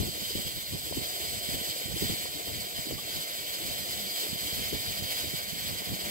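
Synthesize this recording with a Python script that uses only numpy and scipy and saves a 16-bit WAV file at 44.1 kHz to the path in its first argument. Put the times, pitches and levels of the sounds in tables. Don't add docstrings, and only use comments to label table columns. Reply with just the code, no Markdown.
import sys
import numpy as np
from scipy import signal
from scipy.fft import rfft, irfft
from scipy.io import wavfile
from scipy.ndimage import uniform_filter1d

SR = 44100
rng = np.random.default_rng(int(sys.argv[2]) if len(sys.argv) > 2 else 0)


def materialize(psi):
    bounded = np.clip(np.atleast_2d(psi).T, -1, 1)
    quanta = np.round(bounded * 32767).astype(np.int16)
    wavfile.write(sys.argv[1], SR, quanta)


def rack_gain(trim_db):
    fader = np.asarray(trim_db, float)
    return 10 ** (fader / 20)


N = 269010
HZ = np.arange(N // 2 + 1) * SR / N
RUMBLE_TOP_HZ = 757


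def unit(x):
    return x / np.sqrt(np.mean(x ** 2))


def columns(table):
    s, *cols = np.transpose(table)
    return [np.interp(np.arange(N) / SR, s, c) for c in cols]


def shape(points):
    hz, db = np.transpose(points)
    return rack_gain(np.interp(np.log(HZ + 1), np.log(hz), db))


def noise():
    return rfft(rng.standard_normal(N))


def walk(rate):
    hold = max(int(SR / rate), 2)
    levels = rng.standard_normal(2000)[np.arange(N) // hold % 2000]
    return unit(uniform_filter1d(uniform_filter1d(levels, hold), hold))


def shimmer(rate):
    quick = walk(rate)
    return unit(quick - uniform_filter1d(quick, SR // 14))


def path(port):
    wall_s, wall_db, echo_t60_s = 0.01916, -16, 0.22
    flattened = 0.85
    # freq_hz, level_db
    scatter_curve = [(500, -42), (2000, -6), (3500, -5), (5000, -1), (9000, 14.5), (15000, 32)]
    # ring_hz, width_hz (where the lift has halved in dB), left_lift_db, right_lift_db
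    steel_rings = [(484, 20, 4, 4), (597, 21, 6, 6), (699, 50, 6, 6), (1275, 16, 4, 4), (1329, 43, 8, 9),
                   (1480, 18, 5, 7), (1539, 26, 9, 10), (1588, 16, 8, 7), (1846, 28, 7, 7),
                   (1894, 26, 9, 10), (1991, 22, 7, 8), (2083, 28, 8, 7), (2137, 16, 7, 7),
                   (2169, 16, 3, 6), (2275, 28, 12, 12), (2427, 34, 7, 6), (2476, 16, 4, 7),
                   (2675, 19, 5, 5), (2783, 19, 6, 7), (2944, 20, 6, 0), (2993, 22, 5, 8), (3036, 22, 5, 7),
                   (3104, 24, 10, 12), (3261, 30, 9, 10), (3369, 25, 5, 6), (3413, 26, 8, 4),
                   (3520, 28, 3, 8), (3660, 16, 8, 7), (3709, 35, 9, 6), (3773, 16, 3, 6), (3875, 21, 7, 7),
                   (4021, 31, 3, 4), (4230, 40, 3, 6), (4333, 18, 5, 0), (4387, 22, 7, 3), (4446, 20, 4, 8),
                   (4593, 22, 3, 5), (4705, 40, 6, 7), (4800, 18, 3, 8), (4849, 34, 12, 10),
                   (4952, 26, 7, 7), (5017, 41, 9, 5), (5124, 28, 5, 2), (5275, 16, 3, 5), (5334, 25, 5, 3),
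                   (5383, 45, 7, 9), (5657, 26, 6, 6), (5900, 16, 7, 5), (5986, 45, 4, 7), (6088, 45, 7, 6),
                   (6400, 45, 2, 6), (6664, 25, 2, 7), (6890, 45, 4, 9), (7104, 22, 5, 4), (7197, 45, 4, 6),
                   (7458, 22, 5, 6), (7579, 23, 6, 6), (7638, 23, 5, 7), (7757, 24, 5, 5), (7902, 26, 8, 7),
                   (7956, 27, 9, 5), (8510, 35, 5, 9), (8624, 28, 5, 5), (8764, 26, 4, 6), (9027, 30, 7, 7),
                   (9754, 45, 6, 5), (9905, 45, 7, 7), (10325, 23, 6, 2), (10572, 32, 5, 6),
                   (11294, 45, 3, 4), (11848, 38, 6, 7), (11940, 23, 3, 6), (12042, 45, 4, 6),
                   (12268, 27, 5, 6), (12656, 45, 4, 7), (12957, 21, 5, 5), (13006, 29, 6, 3),
                   (13232, 32, 6, 5), (13942, 20, 4, 7), (14007, 31, 6, 7), (14136, 22, 4, 3),
                   (14534, 44, 2, 6), (14594, 23, 1, 6), (14830, 34, 5, 6), (15455, 40, 6, 3)]

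    t = np.arange(int(0.25 * SR)) / SR
    fade_in = np.clip(t / 0.0016, 0, 1)
    echoes = rng.standard_normal(len(t)) * rack_gain(-60 * t / echo_t60_s) * fade_in
    scatter = shape(scatter_curve)
    spray = 1 + rfft(echoes / np.sqrt(np.sum(echoes ** 2)), N) * scatter
    spray = spray / np.abs(spray) ** flattened / (1 + scatter ** 2) ** (0.5 - flattened / 2)

    wall = 1 + rack_gain(wall_db) * np.exp(-2j * np.pi * HZ * wall_s)
    lift_db = 0
    for ring_hz, width_hz, *lifts in steel_rings:
        lift_db = np.maximum(lift_db, lifts[port] * 0.5 ** ((2 * (HZ - ring_hz) / width_hz) ** 2))
    return spray * wall * rack_gain(lift_db)


def yard_air():
    left_lag_s = 17.6 / SR
    # freq_hz, relative density_db per Hz
    jet_colour = [(250, -9.5), (450, -1), (720, 1), (830, -10), (1150, -7), (1450, -10), (1700, -7),
                  (1900, -8.5), (2150, -3.5), (2700, -6), (2900, -0.5), (3150, 1.5), (3550, -0.5),
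                  (3800, .5), (4300, 2.5), (4600, -1), (4900, 0), (5750, -8), (6900, -3.5), (7350, -5.5),
                  (7850, 3), (8200, -1), (8800, -7), (9300, -12.5), (9700, -11), (10300, -6.5), (11300, -1),
                  (11650, -6.5), (12200, 0), (13300, -5.5), (14000, -1.5), (14500, 0), (15000, -7.5),
                  (15500, -2)]
    # freq_hz, level_db
    unlike_curve = [(500, -15), (750, -13), (900, -1.5), (2000, -21.5), (3700, -9), (5000, -11),
                    (15000, -16)]

    common, lag = noise(), np.exp(-2j * np.pi * HZ * left_lag_s)
    colour, unlike = shape(jet_colour), shape(unlike_curve)
    heard = [colour * path(port) * (common * lag ** (1 - port) + unlike * noise()) for port in (0, 1)]
    return np.array(heard) / np.sqrt(1 + unlike ** 2)


def shimmering_band(heard, low_hz, high_hz):
    inside = (HZ > low_hz) & (HZ <= high_hz)
    return irfft(heard * inside, N) * rack_gain(0.83 * shimmer(40))


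def hiss_swell():
    # time_s, level_db (before wavering and lift)
    hiss_levels = [(0.0, -37.5), (0.16, -40), (0.35, -38.5), (0.67, -42.5), (1.03, -38), (1.41, -39.5),
                   (1.64, -37), (1.95, -40.5), (2.03, -37.5), (2.25, -37.5), (2.42, -41), (2.57, -38),
                   (2.71, -40), (2.79, -37), (2.88, -41.5), (3.11, -39), (4.15, -38.5), (4.22, -36.5),
                   (4.34, -40), (4.66, -36), (4.74, -39), (5.27, -37.5), (5.48, -40), (5.69, -37),
                   (5.85, -40), (6.1, -38)]
    waver_db = 0.84 * walk(16)
    return uniform_filter1d(columns(hiss_levels)[0] + waver_db, SR // 40)


def rumble(heard, swell_db):
    # time_s, level_db
    rumble_levels = [(0, -50.5), (.9, -52.5), (1.1, -47), (1.65, -46.5), (1.85, -51), (2.1, -49),
                     (3.3, -49.5), (3.8, -47), (4.2, -50), (5.0, -48.5), (5.6, -50), (6.1, -47)]
    swell_share = 0.47
    level_db = columns(rumble_levels)[0] + swell_share * (swell_db - np.mean(swell_db))
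    return unit(shimmering_band(heard, 290, RUMBLE_TOP_HZ)) * rack_gain(level_db)


def hiss(heard, swell_db):
    # time_s, below_2800_hz_db, from_7000_to_9300_hz_db
    tilt_curve = [(0, -1.3, -0.5), (1.5, 0, 1), (3.2, 1, -1), (4.2, -0.1, -.3), (4.8, .5, -2.5),
                  (6.1, 2.5, 0)]
    edges_hz = [RUMBLE_TOP_HZ, 1700, 2800, 4000, 5700, 7000, 9300, 11000, 13000, 15750]
    bands = [shimmering_band(heard, low, high) for low, high in zip(edges_hz, edges_hz[1:])]
    lower_tilt_db, upper_tilt_db = columns(tilt_curve)
    lower = (bands[0] + bands[1]) * rack_gain(lower_tilt_db)
    bands[5] = bands[5] * rack_gain(upper_tilt_db)
    level_db = swell_db + 4.0 + 0.5 * walk(5.15) + 0.67 * shimmer(45)
    return unit(lower + sum(bands[2:])) * rack_gain(level_db)


def blip():
    # time_s, partials (pitch_hz, peak_db), length_s (half width at 1/e)
    ping = (2.989, [(1150, -45.5), (850, -51)], .007)
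    s, partials, length = ping
    t = np.arange(N) / SR - s
    return np.exp(-(t / length) ** 2) * sum(rack_gain(db) * np.sin(2 * np.pi * hz * t) for hz, db in partials)


def hum(wind):
    most_over_wind_db = 6.5
    # freq_hz, relative density_db per Hz
    hum_colour = [(140, -40), (175, -6.5), (195, -1), (215, -3.5), (260, -30.5)]
    # time_s, level_db
    hum_levels = [(0, -60), (3.5, -55.5), (3.9, -46), (4.3, -55), (5.3, -51.5), (6.1, -43)]
    rough = [unit(irfft(noise() * shape(hum_colour), N)) for _ in range(2)]
    return np.minimum(wind * rack_gain(most_over_wind_db), rack_gain(columns(hum_levels)[0])) * rough


def breeze():
    swing_db, changes_per_s = [3.5, 3], [22, 15]
    # time_s, left_db, right_db
    breeze_levels = [(0.0, -60, -43), (0.5, -51, -47.5), (1.13, -54, -48.5), (1.6, -57, -47),
                     (1.83, -58, -54.5), (2.03, -48, -48), (2.25, -54, -45), (2.44, -52, -50),
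                     (2.94, -51, -52), (3.4, -54, -50.5), (3.6, -58, -53), (3.95, -51, -52),
                     (4.15, -61, -60), (4.5, -47.5, -46), (4.86, -45.5, -44.5), (5.4, -56.5, -49),
                     (5.8, -58, -46.5), (5.98, -49, -50), (6.1, -57, -55)]
    return rack_gain([db + swing * walk(rate)
                for db, swing, rate in zip(columns(breeze_levels), swing_db, changes_per_s)])


def gusts():
    # centre_s, left_peak_db, right_peak_db, length_s (between the points 6 dB down)
    gust_list = [(0.0, -29.5, -30.5, 0.12), (0.22, -50, -43, 0.035), (0.39, -38, -37, 0.054),
                 (0.469, -36, -35, 0.031), (0.571, -41, -39, 0.031), (0.745, -38, -35, 0.048),
                 (0.982, -51, -34.5, 0.047), (1.03, -53, -50, 0.026), (1.552, -40.5, -37.5, 0.077),
                 (1.692, -45, -39, 0.032), (1.864, -60, -40, 0.032), (1.922, -59, -35, 0.085),
                 (2.043, -36, -32, 0.05), (2.123, -38.5, -38, 0.043), (2.36, -40, -53.0, 0.033),
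                 (2.485, -37.5, -48, 0.027), (2.542, -41.5, -49, 0.11), (2.79, -40, -44, 0.036),
                 (2.928, -47, -36, 0.062), (2.99, -44, -51, 0.022), (3.172, -41.5, -43.5, 0.06),
                 (3.666, -45.5, -43.5, 0.12), (4.333, -63, -40.5, 0.084), (4.457, -57, -37, 0.061),
                 (4.592, -41.5, -40, 0.06), (4.75, -49, -33.5, 0.048), (4.846, -57, -46, 0.04),
                 (4.9, -43, -54, 0.043), (5.024, -43, -40.5, 0.064), (5.26, -48, -39, 0.067),
                 (5.335, -53, -40.5, 0.047), (5.392, -48, -52, 0.06), (5.536, -49, -54, 0.023),
                 (5.705, -46, -37, 0.062), (5.877, -52, -44, 0.039), (5.929, -38.5, -36, 0.064),
                 (6.07, -41, -45, 0.09)]
    s, left_db, right_db, length = np.transpose(gust_list)
    t = np.arange(0, N, 64) / SR
    swells = 0.5 ** (2 * (2 * (t - s[:, None]) / length[:, None]) ** 2)
    power = rack_gain([left_db, right_db]) ** 2 @ swells
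    return np.sqrt([np.interp(np.arange(N) / SR, t, p) for p in power])


def lulls():
    depth_db, edge_s = -14.5, 0.016
    # start_s, end_s
    lull_spans = [
        [(.085, .35), (.405, .44), (.6, .68), (.78, .96), (1.4, 1.52), (1.58, 1.68), (1.72, 2.01), (2.16, 2.3),
         (2.65, 2.78), (2.83, 2.91), (3.06, 3.14), (3.22, 3.5), (4.09, 4.43), (4.63, 4.66), (4.8, 4.84),
         (4.93, 4.97), (5.07, 5.23), (5.28, 5.46), (5.5, 5.68), (5.77, 5.89)],
        [(.475, .51), (2.315, 2.47), (4.49, 4.52), (4.875, 4.9), (5.96, 6.05)],
    ]
    t = np.arange(N) / SR
    sunk = [sum(np.clip(np.minimum(t - start, end - t) / edge_s + 0.5, 0, 1) for start, end in port)
            for port in lull_spans]
    return rack_gain(depth_db * np.minimum(sunk, 1))


def buffet(gains, colour, eddy_rate, eddy_db):
    bursts = [unit(irfft(noise() * shape(colour), N) * rack_gain(eddy_db * walk(eddy_rate))) for _ in range(2)]
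    return gains * bursts


def wind_bass(wind):
    # freq_hz, relative density_db per Hz
    bass_colour = [(20, -16), (40, -8.5), (70, 3), (110, 2.5), (200, -3), (270, -2.5), (310, -30),
                   (600, -95)]
    return buffet(wind, bass_colour, eddy_rate=60, eddy_db=1.87)


def wind_flutter(strong):
    calm_db, under_gusts_db = [-51.5, -56], [-5.5, -8]
    # freq_hz, relative density_db per Hz
    flutter_colour = [(120, -70), (240, -40), (290, 2), (400, -2), (550, -6.5), (800, -14.5), (1500, -30.5),
                      (4000, -82)]
    calm = rack_gain(calm_db)[:, None] * rack_gain([3.5 * walk(12) for _ in range(2)])
    gain = np.hypot(strong * rack_gain(under_gusts_db)[:, None], calm)
    return buffet(gain, flutter_colour, eddy_rate=80, eddy_db=2.5)


def slaps():
    edge_db = -17.5
    foot_db = [-32, -8.5]
    # centre_s, level_db, centre_hz, length_s (between the points 25 dB down), port (0 left, 1 right)
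    slap_list = [(0.083, -31, 370, 0.019, 0), (0.087, -33, 170, 0.038, 1), (0.179, -34, 380, 0.008, 0),
                 (0.227, -34.5, 170, 0.035, 1), (0.309, -39, 420, 0.035, 0), (0.355, -26, 375, 0.011, 0),
                 (0.358, -31, 221, 0.016, 1), (0.46, -36, 137, 0.0099, 1), (0.734, -33, 233, 0.023, 0),
                 (0.748, -33, 141, 0.029, 1), (0.87, -41, 400, 0.011, 0), (0.915, -31, 400, 0.013, 0),
                 (0.926, -27, 440, 0.0052, 0), (0.927, -38, 950, 0.0054, 0), (0.971, -27.5, 330, 0.0084, 0),
                 (0.992, -36, 360, 0.017, 0), (1.005, -44, 340, 0.008, 0), (0.976, -26, 336, 0.0081, 0),
                 (0.981, -31.5, 280, 0.023, 1), (1.017, -34, 220, 0.015, 1), (1.492, -30.5, 236, 0.013, 1),
                 (1.543, -38, 300, 0.036, 0), (1.616, -30, 232, 0.0076, 1), (1.764, -33.5, 387, 0.011, 0),
                 (1.816, -35, 393, 0.0096, 0), (1.882, -37.5, 390, 0.011, 0), (1.918, -40, 390, 0.032, 0),
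                 (1.944, -35.5, 166, 0.061, 1), (1.967, -33, 387, 0.034, 0), (2.02, -32, 350, 0.014, 0),
                 (2.024, -26.5, 307, 0.023, 1), (2.039, -34, 190, 0.041, 0), (2.098, -24, 210, 0.0067, 0),
                 (2.104, -24, 149, 0.0081, 1), (2.132, -34, 324, 0.025, 0), (2.16, -35, 496, 0.0097, 0),
                 (2.179, -41, 480, 0.0082, 0), (2.257, -33, 477, 0.01, 0), (2.258, -39, 900, 0.005, 0),
                 (2.271, -40, 450, 0.0087, 0), (2.795, -35, 169, 0.018, 1), (2.872, -32.5, 261, 0.012, 1),
                 (2.857, -36, 398, 0.0073, 0), (2.867, -41, 400, 0.008, 0), (2.884, -37, 380, 0.01, 0),
                 (2.911, -29, 453, 0.006, 0), (2.912, -42, 850, 0.005, 0), (2.927, -31, 347, 0.015, 0),
                 (3.075, -37, 453, 0.0068, 0), (2.931, -46, 194, 0.021, 1), (4.332, -30.5, 174, 0.019, 1),
                 (4.532, -34, 171, 0.011, 0), (4.591, -39, 230, 0.016, 0), (4.236, -34, 402, 0.0084, 0),
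                 (4.728, -32, 320, 0.0072, 0), (4.736, -29.5, 334, 0.028, 0), (4.77, -42, 330, 0.01, 0),
                 (5.247, -36.5, 380, 0.015, 0), (4.736, -33.5, 145, 0.034, 1),
                 (5.336, -34.5, 350, 0.015, 0), (5.341, -33.5, 162, 0.035, 1),
                 (5.534, -30.5, 166, 0.019, 1), (5.757, -44, 400, 0.01, 0), (5.808, -41, 430, 0.0074, 0),
                 (5.822, -32, 440, 0.0074, 0), (5.921, -39, 228, 0.03, 0), (5.933, -36, 160, 0.074, 1)]

    out = np.zeros((2, N))
    offset = np.arange(-4096, 4096)
    t, hz = offset / SR, np.arange(4097) * SR / 8192
    for s, db, centre_hz, length, port in slap_list:
        port = int(port)
        body = np.exp(-(np.log((hz + 1) / centre_hz) / 0.25) ** 2)
        edge = (hz > centre_hz) * (centre_hz / (hz + 1)) ** 2.0 * (hz < 1600)
        foot = (hz < centre_hz) * hz ** 2 / (hz ** 2 + 55 ** 2)
        band = body + rack_gain(edge_db) * edge + rack_gain(foot_db[port]) * foot
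        envelope = np.exp(-(3.37 * t / length) ** 2)
        puff = irfft(rfft(rng.standard_normal(8192)) * band) * envelope
        puff = rack_gain(db) * puff * np.sqrt(np.sum(envelope ** 2) / np.sum(puff ** 2))
        at = int(s * SR) + offset
        inside = (at >= 0) & (at < N)
        out[port, at[inside]] += puff[inside]
    return out


def scene():
    heard, swell_db = yard_air(), hiss_swell()
    yard = rumble(heard, swell_db) + hiss(heard, swell_db)
    yard = yard * rack_gain([[-0.4], [0.4]])
    strong = gusts()
    wind = np.hypot(strong, breeze()) * lulls()
    return yard + blip() + hum(wind) + wind_bass(wind) + wind_flutter(strong) + slaps()


def low_pass(x):
    return signal.sosfilt(signal.butter(12, 15750, fs=SR, output="sos"), x)


def record(dry):
    return low_pass(dry)


dry = scene()
out = record(dry)
materialize(out)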